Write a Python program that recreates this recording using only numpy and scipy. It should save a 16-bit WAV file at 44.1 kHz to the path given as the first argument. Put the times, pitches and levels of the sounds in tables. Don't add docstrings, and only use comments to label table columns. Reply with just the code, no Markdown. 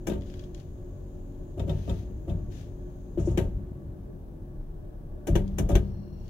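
import sys
import numpy as np
from scipy import signal
from scipy.fft import rfft, irfft, next_fast_len
from scipy.io import wavfile

SR = 44100
rng = np.random.default_rng(int(sys.argv[2]) if len(sys.argv) > 2 else 0)


def master(y):
    cut = np.clip(np.atleast_2d(y).T, -1, 1)
    pcm = np.round(cut * 32767)
    wavfile.write(sys.argv[1], SR, pcm.astype(np.int16))


N = 277389
TIME = np.arange(N) / SR
FFT_SIZE = next_fast_len(N + SR // 2, real=True)
FREQ = np.maximum(np.arange(FFT_SIZE // 2 + 1) * SR / FFT_SIZE, 1)

# (time [s], firing rate [Hz], boost of harmonics 3 and up [dB])
IDLE = [(0, 45.1, 6.5), (.8, 45.44, 1), (1.5, 45.96, 2.5), (2.8, 45.51, 1.5), (3.799, 46.21, 2.5),
        (4.149, 44.22, -0.5), (4.449, 39.55, 1), (4.801, 37.38, -11), (5.3, 36.46, 0.5), (6.29, 36.7, -22)]
# (multiple of the firing rate, level [dB])
HARMONICS = [(1, -47.5), (2, -50.5), (3, -57), (4, -61), (5, -61), (6, -58), (7, -60.5), (8, -58), (9, -69),
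             (10, -70.5), (12, -69), (13, -71)]
# (frequency [Hz], relative level [dB])
ROAR_TONE = [(12, -26), (21, -4.5), (27, 9.5), (34, 3.5), (60, -17), (110, -12), (160, -7.5), (200, -29.5),
             (330, -15), (410, -19), (500, -24.5), (700, -27), (1000, -34), (2200, -52.5), (4600, -58.5),
             (8000, -57.5), (15500, -52.5)]
# (frequency [Hz], level [dB])
STEREO_WIDTH = [(30, -18), (70, -40), (150, -11.5), (350, -3), (600, -8.5), (1100, 2.5), (2500, 0.5),
                (15000, -0.5)]
# (frequency [Hz], left minus right [dB])
LEFT_BOOST = [(60, 1.5), (200, 3), (380, 3), (650, 1), (1200, 5), (2300, 12.5), (4400, 8.5), (7500, 8),
              (10000, 3), (14000, -4)]
# (time [s], level [dB], middle of the noise band [Hz])
TICKS = [(0.219, -55, 2800), (0.282, -62, 6400), (.299, -54.5, 4030), (0.339, -52, 2970),
         (0.393, -50, 3400), (.438, -55.5, 4390), (0.546, -48, 5500), (0.599, -53, 3800),
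         (5.478, -54.5, 7500), (6.279, -58, 5100)]
# (time [s], level [dB], opening [s], held open [s], jet relative to the gush [dB])
GUSHES = [(.12, -66, .18, .13, -18), (.55, -67.5, 0.017, 0.027, -12), (1.56, -62.5, 0.21, 0.23, -30),
          (2.48, -61.5, 0.048, 0.08, -8.5), (3.17, -71, 0.059, 0.019, -2), (5.34, -74, 0.077, 0.46, -20),
          (6.06, -67.5, 0.25, .1, -9)]
# (time [s], level [dB])
SPURTS = [(3.187, -61), (3.245, -59), (3.295, -67)]
# (time [s], pitch [Hz])
WHISTLE_GLIDES = [
    [(0.7, 6600), (1.5, 6665)],
    [(2.74, 6530), (3.14, 6580)],
]
# (time [s], level [dB], push length [s], cabin boom [dB])
JOLTS = [(3.544, -14, 0.017, -60), (5.294, -12, 0.025, -38), (5.323, -6.5, 0.0117, -27.5),
         (5.353, -5.5, 0.014, -44), (5.638, -13, 0.0068, -52), (5.728, -10, 0.0075, -34.5),
         (5.749, -5, 0.011, -57)]
# (time [s], bulkhead [dB], bracket [dB], steel lines [dB], time to fade 60 dB [s])
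CLUNKS = [(0.066, -28, -32.5, -35, 0.093), (0.111, -39, -45, -68, 0.11), (3.371, -27.5, -29.5, -38.5, 0.12),
          (5.267, -26, -34.5, -36.5, 0.1), (5.350, -24.5, -28, -37.5, 0.11), (5.58, -25, -31, -32.5, 0.087),
          (5.686, -25.5, -40.5, -42, 0.11), (5.749, -25.5, -25.5, -35.5, 0.083)]
# (time [s], knock [dB], surge [dB], thud pitch [Hz], opening scrape [dB], closing clack [dB])
STROKES = [(0.077, -25.5, -28, 205.5, -51, -48), (0.114, -26.5, -26, 196.5, -64, -55),
           (1.573, -32.5, -20.5, 160.4, -53, -47.5), (1.673, -36, -20, 152.6, -51.5, -45.5),
           (1.873, -38, -21, 177.3, -52, -44.5), (2.274, -32, -19.5, 170, -54.5, -55),
           (3.174, -18.5, -18, 128.5, -50.5, -70), (3.273, -17.5, -18, 123, -53.5, -80),
           (3.374, -18, -22, 138, -50.5, -61), (5.285, -20, -15, 149.2, -57, -63),
           (5.355, -18, -27, 164.3, -61, -60), (5.584, -51, -17, 129.2, -53.5, -61),
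           (5.695, -24.5, -19.5, 155.7, -50.5, -51.5), (5.752, -19, -26, 136.5, -75, -69)]
# (delay [s], level relative to the surge [dB])
SURGE_SLAPS = [(0.013, -4.5), (.025, -5), (0.044, 0.5), (0.057, -11.5), (0.076, -1.5)]

# (pitch [Hz], width [Hz], relative level [dB])
BODY_MODES = [(36.2, 7.6, 5.5), (58.4, 90, 6), (62.4, 3.9, -7), (78, 6.3, -9), (99, 34, 6),
              (142.5, 21, -2.5), (164, 78, -6), (196.3, 15, 2), (229, 49, -15.5)]
CABIN_MODES = [(153, 37, -5.5), (320.5, 11, -9.5), (357.1, 21, -2.5), (593.3, 52, -16), (1132, 32, -26.5),
               (1507, 53, -34.5), (1694, 114, -36)]
TRIM_MODES = [(1600, 1400, -2), (3240, 830, 1.5), (4830, 2000, -3.5), (6700, 730, -2.5),
              (11000, 21000, -16.5)]
OPENING_MODES = [(1670, 530, 12.5), (2370, 490, 5.5), (3240, 2400, 12), (5220, 1830, 4.5), (6200, 620, 11),
                 (11100, 11500, -1.5)]
JET_MODES = [(3400, 900, -46), (5970, 1600, 16), (6740, 880, 19.5), (8250, 2400, 10), (9900, 910, -3.5)]
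WHISTLE_MODES = [(6260, 185, -8.5), (6560, 480, -5), (6860, 970, -7)]
SINGING_MODES = [(2760, 125, -6), (4190, 190, -5), (4590, 130, -9), (5640, 200, -5)]
BULKHEAD_MODES = [(179.8, 62, 0), (286, 62, -6.5), (374.7, 46, -1.5), (427, 10.7, -5.5), (521, 79, -11),
                  (574.8, 22, -4.5), (657, 100, -12), (800, 81, -28), (904, 45, -16.5), (1192, 210, -25)]
BRACKET_MODES = [(942, 460, 12), (1607, 144, 9.5), (1876, 230, 5), (2270, 1140, 0.5), (2946, 790, 3.5),
                 (3375, 145, 2), (3830, 350, -0.5), (4390, 380, -6.5)]
STEEL_MODES = [(3000, 1500, -7), (5600, 600, -3), (6280, 520, 1), (6850, 600, -2), (7400, 550, 0),
               (9000, 900, -3), (9900, 900, -2), (11400, 1600, -5), (13000, 1800, -6), (15000, 1800, -8)]
MOUNT_MODES = [(343, 44, 5), (366.4, 10.6, 5.5), (558, 85, -12), (594, 77, -20.5), (980, 150, -38)]

# (pitch [Hz], level relative to the blow [dB], time to fade 60 dB [s])
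BULKHEAD_RINGS = [(288, -14.5, 0.36), (412, -10, 0.31), (791, -15, 0.12)]
BRACKET_RINGS = [(1245, -22, 0.15), (1553, -17, 0.13), (1742, -18.5, 0.092), (2333, -17, 0.092),
                 (2918, -15, 0.07), (3430, -17, 0.079)]
STEEL_RINGS = [(5780, -14, .055), (6220, -7.5, 0.076), (7420, -14, .06)]
SEAT_RINGS = [(543, 5, 0.16), (936, -3.5, 0.09), (1306, -10, 0.17), (2600, -8.5, 0.11), (3200, -3.5, 0.05),
              (3603, 1, 0.074), (5100, -12.5, 0.074), (6090, -13, 0.055), (7260, -9.5, 0.081)]
PANEL_RINGS = [(59.67, -18.5, 1.97)]
FLOOR_RINGS = [(57.3, -13.5, 0.31)]
CABIN_RINGS = [(194.6, 0.0055, 1.47)]

# (bulkhead [dB], bracket [dB], steel lines [dB])
SCRAPE_SPREAD = (20.5, 0.5, -8)
CLACK_SPREAD = (7.5, -2, -15.5)

CLACK_DELAY_S, THUD_DELAY_S = 0.017, 0.026
CHATTER_RISE_S = 0.005


def gain(db):
    return 10 ** (np.asarray(db) / 20)


def decay(t, t60):
    return np.exp(-np.log(1000) * np.maximum(t, 0) / t60)


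def swell(start, rise_s, hold_s, t60):
    t = TIME - start
    return np.clip(t / rise_s, 0, 1) ** 2 * decay(t - rise_s - hold_s, t60)


def burst(rise_s, t60, tail_db, tail_t60):
    t = TIME[:int(SR * min(max(t60, tail_t60), 1.5))]
    tail = gain(tail_db) * decay(t - rise_s, tail_t60)
    return np.minimum(t / rise_s, 1) ** 2 * (decay(t - rise_s, t60) + tail)


def push(length_s):
    force = np.sin(np.pi * np.minimum(TIME[:SR // 10] / length_s, 1)) ** 2
    return force / force.sum()


def wander(step_samples=SR // 10):
    knots = TIME[::step_samples]
    return np.interp(TIME, knots, rng.standard_normal(len(knots)))


def tone_curve(points):
    hz, db = np.transpose(points)
    return gain(np.interp(np.log(FREQ), np.log(hz), db))


def resonances(modes):
    power = sum((gain(db) / (1 + ((FREQ - hz * hz / FREQ) / width) ** 2)) ** 2 for hz, width, db in modes)
    cepstrum = irfft(np.log(power / power.mean() + 1e-9))
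    return np.exp(rfft(np.r_[cepstrum[0] / 2, cepstrum[1:FFT_SIZE // 2]], FFT_SIZE))


def filtered(sound, response):
    return irfft(rfft(sound, FFT_SIZE) * response, FFT_SIZE)[..., :N]


def stereo_noise():
    width = tone_curve(STEREO_WIDTH)
    shares = np.array([np.ones_like(width), width]) / np.sqrt(1 + width ** 2)
    mid, side = filtered(rng.standard_normal((2, N)), shares)
    return np.array([mid + side, mid - side])


def add(track, start, sound):
    first = max(int(start * SR), 0)
    part = sound[:max(N - first, 0)]
    track[first:first + len(part)] += part


def strike(force, modes):
    response = resonances(modes)
    return filtered(force, response / np.abs(irfft(response)).max())


def ring(blows, tones):
    out = np.zeros((2, N))
    ear_lags_s = (0, 0.00005)
    for hz, tone_db, t60 in tones:
        envelope = gain(tone_db) * burst(0.0037, t60, tail_db=-46, tail_t60=0.23)
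        t = TIME[:len(envelope)]
        drift_s = np.cumsum(0.16 * rng.standard_normal((2, 2 * SR)), axis=1) / SR
        for start, db in blows:
            strength = gain(db + rng.standard_normal())
            wavers = drift_s[:, rng.integers(SR // 2):]
            for ear, waver_s, lag_s in zip(out, wavers, ear_lags_s):
                wavering_time = t + waver_s[:len(t)] - waver_s[0] - lag_s
                add(ear, start, strength * envelope * np.sin(2 * np.pi * hz * wavering_time))
    return out


def body_rumble(tyre_db=-45.5, shudder_db=-17.5):
    shudder_power = sum((gain(surge_db + shudder_db) * swell(start, 0.097, hold_s=0, t60=2.54)) ** 2
                        for start, _, surge_db, *_ in STROKES)
    loudness = np.sqrt(gain(tyre_db) ** 2 + shudder_power)
    return filtered(stereo_noise() * loudness, resonances(BODY_MODES))


def engine(roar_db=-43, cabin_db=-51.5):
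    times, firing_hz, boost_db = np.transpose(IDLE)
    phase = 2 * np.pi * np.cumsum(np.interp(TIME, times, firing_hz) * (1 + 0.003 * wander())) / SR
    boost = gain(np.interp(TIME, times, boost_db))
    hum = np.zeros(N)
    for multiple, db in HARMONICS:
        level = gain(db + 2.23 * wander()) * (boost if multiple >= 3 else 1)
        hum += level * np.sqrt(2) * np.sin(multiple * phase + rng.uniform(0, 2 * np.pi))
    roar_tone = tone_curve(ROAR_TONE)
    roar_tone /= np.sqrt(np.mean(roar_tone ** 2))
    throb = 1 + 0.1 * np.sin(phase)
    roar = gain(roar_db) * filtered(stereo_noise() * throb, roar_tone)
    shaking = stereo_noise() * throb * gain(3.04 * wander())
    return hum + roar + gain(cabin_db) * filtered(shaking, resonances(CABIN_MODES))


def trim_ticks():
    out = np.zeros((2, N))
    rattle = [(0.15 + 0.21 * when, -63 + 6 * (size - 0.5), 3740 * 2 ** (tone - 0.5))
              for when, size, tone in rng.random(size=(10, 3))]
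    for start, db, hz in TICKS + rattle:
        envelope = gain(db) * burst(0.00056, t60=0.025, tail_db=-14.5, tail_t60=0.18)
        band = signal.butter(1, [hz / 2, min(hz * 2, 0.45 * SR)], "band", fs=SR)
        for ear in out:
            add(ear, start, signal.lfilter(*band, envelope * rng.standard_normal(len(envelope))))
    return filtered(out, resonances(TRIM_MODES))


def valve_whistle(pressure, level_db=-78):
    whistle = filtered(stereo_noise() * gain(level_db) * pressure, resonances(WHISTLE_MODES))
    times, hz = np.vstack(WHISTLE_GLIDES).T
    shift_hz = np.interp(TIME, times, hz) - hz.mean()
    glide = np.exp(2j * np.pi * np.cumsum(shift_hz) / SR)
    return np.real(signal.hilbert(whistle, FFT_SIZE)[:, :N] * glide)


def brake_fluid(leak_db=-80, seep_db=-83, singing_db=-74.5):
    pressure = decay(TIME - 3.1, t60=3.8)
    gushes = np.zeros(N)
    jets = sum(gain(db) * swell(start, 0.013, hold_s=0.011, t60=0.21) for start, db in SPURTS)
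    for start, db, rise_s, hold_s, jet_db in GUSHES:
        gush = gain(db) * swell(start, rise_s, hold_s, t60=0.38)
        gushes += gush
        jets += gain(jet_db) * gush
    flow = np.sqrt(gushes ** 2 + (gain(leak_db) * pressure) ** 2 + gain(seep_db) ** 2)
    trickle = gain(singing_db) * np.clip((TIME - 5.72) / 0.24, 0, 1)
    swirl = stereo_noise() * gain(wander(step_samples=300))
    rush = filtered(swirl * flow, resonances(OPENING_MODES))
    hiss = filtered(stereo_noise() * jets, resonances(JET_MODES))
    singing = filtered(swirl * trickle, resonances(SINGING_MODES))
    return rush + hiss + singing + valve_whistle(pressure)


def ringing_parts(thud_db=-8.5, thud_t60=0.39):
    out = np.zeros((2, N))
    mid_rise_s = CHATTER_RISE_S / 2
    for part, tones in enumerate((BULKHEAD_RINGS, BRACKET_RINGS, STEEL_RINGS)):
        out += ring([(start + mid_rise_s, levels[part]) for start, *levels in CLUNKS], tones)
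    out += ring([(start + CLACK_DELAY_S + mid_rise_s, db) for start, *_, db in STROKES], SEAT_RINGS)
    for start, _, surge_db, hz, *_ in STROKES:
        out += ring([(start + THUD_DELAY_S, surge_db)], [(hz, thud_db, thud_t60)])
    out += ring([(start + THUD_DELAY_S, surge_db) for start, _, surge_db, *_ in STROKES], PANEL_RINGS)
    out -= ring([(start + 0.35 * length_s, db) for start, db, length_s, _ in JOLTS], FLOOR_RINGS)
    return out + ring([(start, boom_db) for start, *_, boom_db in JOLTS], CABIN_RINGS)


def metal_clunks(scrape_t60=0.42, clack_t60=0.13):
    scrapes = [(start, *(db + np.array(SCRAPE_SPREAD)), scrape_t60) for start, *_, db, _ in STROKES]
    clacks = [(start + CLACK_DELAY_S, *(db + np.array(CLACK_SPREAD)), clack_t60)
              for start, *_, db in STROKES]
    bulkhead, bracket, steel = np.zeros((3, N))
    for start, bulkhead_db, bracket_db, steel_db, t60 in CLUNKS + scrapes + clacks:
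        add(bulkhead, start, gain(bulkhead_db) * burst(CHATTER_RISE_S, t60, tail_db=-3.5, tail_t60=0.28))
        add(bracket, start, gain(bracket_db) * burst(CHATTER_RISE_S, t60, tail_db=-26.5, tail_t60=0.29))
        add(steel, start, gain(steel_db) * burst(CHATTER_RISE_S, t60, tail_db=-20.5, tail_t60=0.22))
    hit_sizes = gain(2 * np.repeat(rng.standard_normal(N // 32 + 1), 32)[:N])
    chatter = 0.5 * stereo_noise() * hit_sizes / np.sqrt(np.mean(hit_sizes ** 2))
    parts = (bulkhead, BULKHEAD_MODES), (bracket, BRACKET_MODES), (steel, STEEL_MODES)
    return sum(filtered(chatter * force, resonances(modes)) for force, modes in parts)


def valve_knocks():
    knocks, shoves = np.zeros((2, N))
    for start, knock_db, surge_db, *_ in STROKES:
        add(knocks, start, gain(knock_db) * push(0.00092))
        add(knocks, start + 0.00669, 0.16 * gain(knock_db) * push(0.00091))
        for delay_s, slap_db in SURGE_SLAPS:
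            add(shoves, start + delay_s, gain(surge_db + slap_db) * push(0.0038))
    for start, db, length_s, _ in JOLTS:
        add(shoves, start, -gain(db) * push(length_s))
    return strike(knocks, MOUNT_MODES) + strike(shoves, BODY_MODES)


def scene():
    brakes = valve_knocks() + metal_clunks() + ringing_parts() + brake_fluid()
    left_gain = np.sqrt(tone_curve(LEFT_BOOST))
    from_left = filtered(brakes + trim_ticks() + body_rumble(), np.array([left_gain, 1 / left_gain]))
    return from_left + engine() * gain([[0.6], [-0.6]])


def record(dry):
    dry = signal.sosfilt(signal.butter(2, 18, "high", fs=SR, output="sos"), dry)
    return signal.sosfilt(signal.ellip(10, 0.2, 70, 15800, fs=SR, output="sos"), dry)


dry = scene()
out = record(dry)
master(out)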